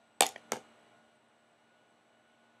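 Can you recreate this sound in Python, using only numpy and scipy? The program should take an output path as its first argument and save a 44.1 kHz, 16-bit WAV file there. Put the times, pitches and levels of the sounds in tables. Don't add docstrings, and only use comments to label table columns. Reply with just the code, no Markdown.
import sys
import numpy as np
from scipy import signal
from scipy.fft import rfft, irfft
from scipy.io import wavfile
from scipy.ndimage import uniform_filter1d

SR = 44100
rng = np.random.default_rng(int(sys.argv[2]) if len(sys.argv) > 2 else 0)


def ratio_of_db(decibels):
    return 10 ** (np.asarray(decibels, float) / 20)


def wav_record(signal):
    frames = np.transpose(np.atleast_2d(signal))
    bounded = np.clip(frames, -1, 1)
    quanta = np.round(bounded * 32767).astype(np.int16)
    wavfile.write(sys.argv[1], SR, quanta)


N = 114660

# (time [s], rate [Hz])
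BLADE_RATE = [
    (0.0, 1424),
    (0.19, 1449),
    (1.12, 1453),
    (2.6, 1473),
]
FAN_TONES = {3: -78.5, 4: -85, 8: -79.5, 9: -79, 10: -85, 11: -83.5, 14: -89.5, 18: -88.5, 19: -78, 38: -85,
             57: -102}
# (frequency [Hz], level per Hz [dB])
AIR_COLOUR = [(45, -30), (90, -7), (650, 0), (1600, -7), (4000, -14), (4800, -24), (7000, -28.5),
              (16000, -45.5)]
BUZZ_TONES = {3: -104, 5: -92.5, 7: -101, 9: -106, 10: -101, 11: -96.5, 12: -102, 13: -100, 14: -91, 15:
              -102, 16: -107, 17: -104, 18: -101, 20: -107, 21: -118}
# (centre [Hz], width [Hz], level [dB])
SIZZLE = [(2270, 340, -87), (6000, 600, -97), (7700, 630, -96.5), (8350, 250, -99), (8850, 300, -97)]
# (time [s], level [dB], length [s])
BLIPS = [
    (1.16, -80, 0.018),
    (1.287, -84, .012),
    (2.28, -85, .015),
]

DROP = [(.2047, -49, -42, -70, 3.6), (.2074, -18.5, -4.5, -7, 0.69), (.2085, -11, -14.5, -25, 1.6),
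        (.2213, -26, -13, -23.5, 1.3), (.2226, -15, -16.5, -27.5, 1.46), (.2310, -33.5, -19, -23, 1),
        (.2330, -21, -22.5, -34.5, 2.2), (.2350, -25, -23, -40, 1.5), (.2420, -30, -33.5, -41, 2.5),
        (.2465, -28.5, -35.5, -45.5, 3.0), (.2515, -33, -38, -44.5, 2.0), (.2590, -31, -40, -48, 2.24),
        (.2705, -37, -51, -54, 2.8), (.2755, -49, -39, -54, 1.9), (.2810, -44, -45, -59, 2.67),
        (.2960, -41, -46, -58, 2.94), (.3080, -48, -49, -54, 2.94), (.3200, -56, -50, -55, 2.83)]
RATTLE = [
    (.2183, -44.5, -35.5, -22.5, 2.7),
    (.2568, -40.5, -30.5, -37.5, 2.6),
    (.2632, -50, -48, -36.5, 2.1),
    (.2644, -46.5, -31, -24, 3.0),
    (.2880, -50, -41, -36.5, 3.41),
]
TICK = [
    (.3580, -47, -49.5, -57, 2.4),
    (.3598, -35.5, -32.5, -56, 2.22),
    (.3770, -60, -52, -60, 5.2),
    (.3900, -60.5, -57, -69, 5.7),
]
SNAP = [
    (.5195, -23, -21.5, -21, 0.96),
    (.5210, -19, -23, -36, 1.12),
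    (.5255, -47, -32, -48, 1.14),
    (.5298, -43, -31, -47, 1.6),
    (.5325, -24, -36, -42, 2.4),
    (.5420, -46, -47, -56, 2.9),
    (.5700, -34.5, -54, -65, 3.1),
    (.5850, -49, -58, -72, 3.9),
]
SETTLE = [
    (.5465, -41, -46, -60, 3.3),
    (.5565, -34, -39, -60, 3.15),
    (.5655, -38, -44.5, -46, 3.3),
    (.5800, -50, -60, -70, 2.7),
]

TRAY = [(310, -18, .03), (467, -7, .03), (567, -7.5, .022), (784, 7, 0.018), (1070, -14, .012)]
SHELL = [(1560, -11, .012), (1836, -6.5, 0.014), (2375, -5, .012), (2750, -9, 0.014), (3173, -6.5, .01),
         (3560, 0, .01), (4300, -4, 0.0079), (4600, -10.5, .007)]
CRACK = [(5850, -7.5, 0.0083), (7660, -3.5, .007), (8560, -4, 0.013), (9300, 4.5, .006), (10300, 0, .005),
         (11600, -4.5, 0.0074), (12600, -9, 0.006), (13600, -13.5, .004)]
PAN_SHELL = [(2000, -1, 0.016), (2650, -7.5, .008), (3470, -1, .01), (4900, -2, 0.0087)]
PAN_CRACK = [(5920, -5, .006), (6700, 2, 0.011), (8400, -5.5, .005), (10400, -0.5, .008),
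             (11600, -2, 0.0081), (13300, -9, .004), (14800, -14.5, .003)]
TICK_TRAY = [(410, -4.5, 0.025), (570, 4.5, 0.0091), (720, 5, 0.012), (1000, -12, 0.014)]
TICK_SHELL = [(1870, -1.5, 0.016), (2270, -6.5, 0.015), (3200, -5.5, 0.015), (4640, -23, .025)]
TICK_CRACK = [(6030, 4, 0.015), (10800, 0, 0.019), (13500, -12, .012)]
LID_TRAY = [(250, -11, 0.036), (412, -5, 0.029), (473, -1.5, 0.017), (656, -8.5, 0.011), (810, -4.5, .015),
            (1030, -15, 0.016)]
LID_SHELL = [(1360, -4.5, 0.015), (1620, 3, 0.015), (2170, 2.5, 0.013), (2630, -10.5, 0.0076),
             (3240, -9.5, 0.01), (3870, -8, 0.0042), (4620, -7.5, 0.011)]
LID_CRACK = [(5900, -0.5, 0.011), (6610, 1.5, 0.0094), (7600, -3, 0.0055), (8280, -1.5, 0.0055),
             (9450, -14, 0.0025), (11200, -6, 0.0044), (12300, -9, .003), (14200, -11, .003)]

GRIT_SHARE = (0.055, 0.12, 0.45)
# (centre [Hz], width [Hz])
CLACK_BANDS = [(600, 500), (3200, 3000), (6000, 5700)]
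# (tray, shell, edges) [dB]
CLACK_DB = (-29.5, -11, -5.5)
# (frequency [Hz], level [dB], time to fall 60 dB [s])
ROOM = [(113, -31, 0.19), (309.7, -27, 0.11), (800, -27, .2), (1520, -22.5, .2), (3006, -24, .2),
        (5660, -19.5, .21), (11000, -20, .18)]
# (time [s], gain [dB])
SUPPRESSOR = [
    (0, 0.5),
    (.2, 0),
    (0.239, 8),
    (.6, 7),
    (.95, 3.5),
    (1.2, -0.36),
    (2.6, 0.5),
]

BLADES = 19
FAN_WOBBLE_DB, FAN_WOBBLE_RATE, FAN_DRIFT = 2.5, 22, .0007
AIR_DB, AIR_FLICKER_DB = -69.5, 1
BUZZ_HZ, CLOCK_HZ, MAINS_HZ = 567.45, 8000, 120
CLOCK_DB, CLOCK_FLUTTER_DB, MAINS_DB = -91.5, 8.5, -87
SKIRT_DB, SKIRT_HZ = -102, 79.67
CLOCK_FADE_S, CLOCK_FADE_DB = 2.4, -14
SIZZLE_PATCH_DB = 3
SCATTER_DB, SCATTER_TUNE, SCATTER_PHASE = 2.5, 0.014, .35
STRIKE_SAMPLES = 4096
ROOM_GAP_S = 0.006
BODY_CUT_HZ, BODY_TOP_HZ = 220, 14000
LOW_CUT_HZ, TOP_HZ = 87, 15900


def band(x, hz, width):
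    return signal.lfilter(*signal.iirpeak(min(hz, .45 * SR), hz / width, fs=SR), x)


def double_band(x, hz, width):
    return band(band(x, hz, width), hz, width)


def level(x, db):
    return x * ratio_of_db(db) / np.sqrt(np.mean(x ** 2))


def peak(x, db=0):
    return x * ratio_of_db(db) / np.abs(x).max()


def walk(rate):
    hold = int(SR / rate)
    steps = np.repeat(rng.standard_normal(64), hold)[:N + hold]
    smooth = uniform_filter1d(uniform_filter1d(steps, hold), hold)
    return 1.17 * smooth[:N]


def fan():
    t = np.arange(N) / SR
    shaft_hz = np.interp(t, *np.array(BLADE_RATE).T) / BLADES * (1 + FAN_DRIFT * walk(24))
    turns = np.cumsum(shaft_hz) / SR
    tones = 0
    for multiple, db in FAN_TONES.items():
        wobble = ratio_of_db(FAN_WOBBLE_DB * walk(FAN_WOBBLE_RATE))
        tone = np.sin(2 * np.pi * (multiple * turns + rng.random()))
        tones = tones + level(wobble * tone, db)

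    hz, db = np.array(AIR_COLOUR).T
    f = np.fft.rfftfreq(N, 1 / SR) + 1
    colour = ratio_of_db(np.interp(np.log(f), np.log(hz), db))
    air = 0
    for centre in 2 ** np.arange(5.5, 14.5):
        share = np.cos(np.pi / 2 * np.clip(np.log2(f / centre), -1, 1))
        octave = irfft(rfft(rng.standard_normal(N)) * colour * share, N)
        air = air + ratio_of_db(AIR_FLICKER_DB * walk(8.3)) * octave
    return tones + level(air, AIR_DB)


def circuit_tone(hz, db, flutter_db=1.5):
    t = np.arange(N) / SR
    tone = np.sin(2 * np.pi * (hz * t + rng.random()))
    return level(ratio_of_db(flutter_db * walk(24)) * tone, db)


def circuits():
    t = np.arange(N) / SR
    buzz = sum(circuit_tone(multiple * BUZZ_HZ, db) for multiple, db in BUZZ_TONES.items())
    whine = circuit_tone(CLOCK_HZ, CLOCK_DB, CLOCK_FLUTTER_DB)
    skirt = level(band(rng.standard_normal(N), CLOCK_HZ, SKIRT_HZ), SKIRT_DB)
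    fade = ratio_of_db(CLOCK_FADE_DB * np.clip((t - CLOCK_FADE_S) * 10, 0, 1))
    clock = (whine + skirt) * fade
    sizzle = 0
    for hz, width, db in SIZZLE:
        hiss = double_band(rng.standard_normal(N), hz, width)
        sizzle = sizzle + level(ratio_of_db(SIZZLE_PATCH_DB * walk(22)) * hiss, db)
    burst = level(double_band(rng.standard_normal(N), 8550, 700), 0)
    swells = sum(ratio_of_db(db) * np.exp(-((t - when) / (length / 2)) ** 2) for when, db, length in BLIPS)
    return buzz + clock + sizzle + swells * burst + circuit_tone(MAINS_HZ, MAINS_DB)


def ring_part(modes, push, grit, ms, rough):
    t = np.arange(STRIKE_SAMPLES) / SR
    clean = scrape = 0
    for hz, db, t60 in modes:
        louder, higher, shift = rng.standard_normal(3)
        turn = 2j * np.pi * hz * (1 + SCATTER_TUNE * higher)
        fade = 1000. ** (-1 / t60 / SR)
        swell = signal.lfilter([1], [1, -fade], push)
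        wave = np.exp(turn * (t - ms / 2 / 1000) + 1j * SCATTER_PHASE * shift).real
        clean = clean + ratio_of_db(db + SCATTER_DB * louder) * swell * wave
        scrape = scrape + ratio_of_db(db) * signal.lfilter([1], [1, -fade * np.exp(turn / SR)], grit).imag
    return (1 - rough) * peak(clean) + rough * peak(scrape)


def knocks(contacts, *parts, soft_db=0):
    out = np.zeros((2, N))
    t = np.arange(STRIKE_SAMPLES) / SR
    for when, *dbs, ms in contacts:
        push = np.sin(np.pi * np.clip(t / (ms / 1000), 0, 1)) ** 2
        grit = push * rng.standard_normal(STRIKE_SAMPLES)
        start = int(when * SR)
        for i, (modes, db) in enumerate(zip(parts, dbs)):
            ring = peak(ring_part(modes, push, grit, ms, GRIT_SHARE[i]), db)
            clack = double_band(grit, *CLACK_BANDS[i])
            clack = ratio_of_db(soft_db) * clack * np.sqrt(np.sum(ring ** 2) / np.sum(clack ** 2))
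            direct = ring + ratio_of_db(CLACK_DB[i]) * clack
            to_room = ring if i == 0 else clack
            out[:, start:start + STRIKE_SAMPLES] += [direct, to_room]
    return out


def room(x):
    t = np.arange(SR // 2) / SR
    tail = 0
    for hz, db, t60 in ROOM:
        noise = double_band(rng.standard_normal(len(t)), hz, hz)
        first_echo = np.clip(t / ROOM_GAP_S - 1, 0, 1)
        part = noise * 1000. ** (-t / t60) * first_echo
        tail = tail + ratio_of_db(db) * part / np.sqrt(np.sum(part ** 2))
    return signal.fftconvolve(x, tail)[:N]


def scene():
    gain = ratio_of_db(np.interp(np.arange(N) / SR, *np.array(SUPPRESSOR).T))
    laptop = gain * (fan() + circuits())

    hits = knocks(DROP, TRAY, SHELL, CRACK)
    hits += knocks(RATTLE, TRAY, PAN_SHELL, PAN_CRACK)
    hits += knocks(TICK, TICK_TRAY, TICK_SHELL, TICK_CRACK, soft_db=-8)
    hits += knocks(SNAP, LID_TRAY, LID_SHELL, LID_CRACK)
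    hits += knocks(SETTLE, TRAY, LID_SHELL, LID_CRACK)
    direct, spread = signal.sosfilt(signal.butter(5, BODY_TOP_HZ, fs=SR, output="sos"), hits)
    direct = signal.sosfilt(signal.butter(3, BODY_CUT_HZ, "high", fs=SR, output="sos"), direct)
    return (direct + room(spread) + laptop)[None]


def roll_off(x):
    return signal.sosfilt(signal.butter(12, 16540, fs=SR, output="sos"), x)


def record(dry):
    no_bass = signal.sosfilt(signal.butter(2, LOW_CUT_HZ, "high", fs=SR, output="sos"), dry)
    mix = signal.sosfilt(signal.ellip(8, .2, 70, TOP_HZ, fs=SR, output="sos"), no_bass)
    return roll_off(mix)


dry = scene()
out = record(dry)
wav_record(out)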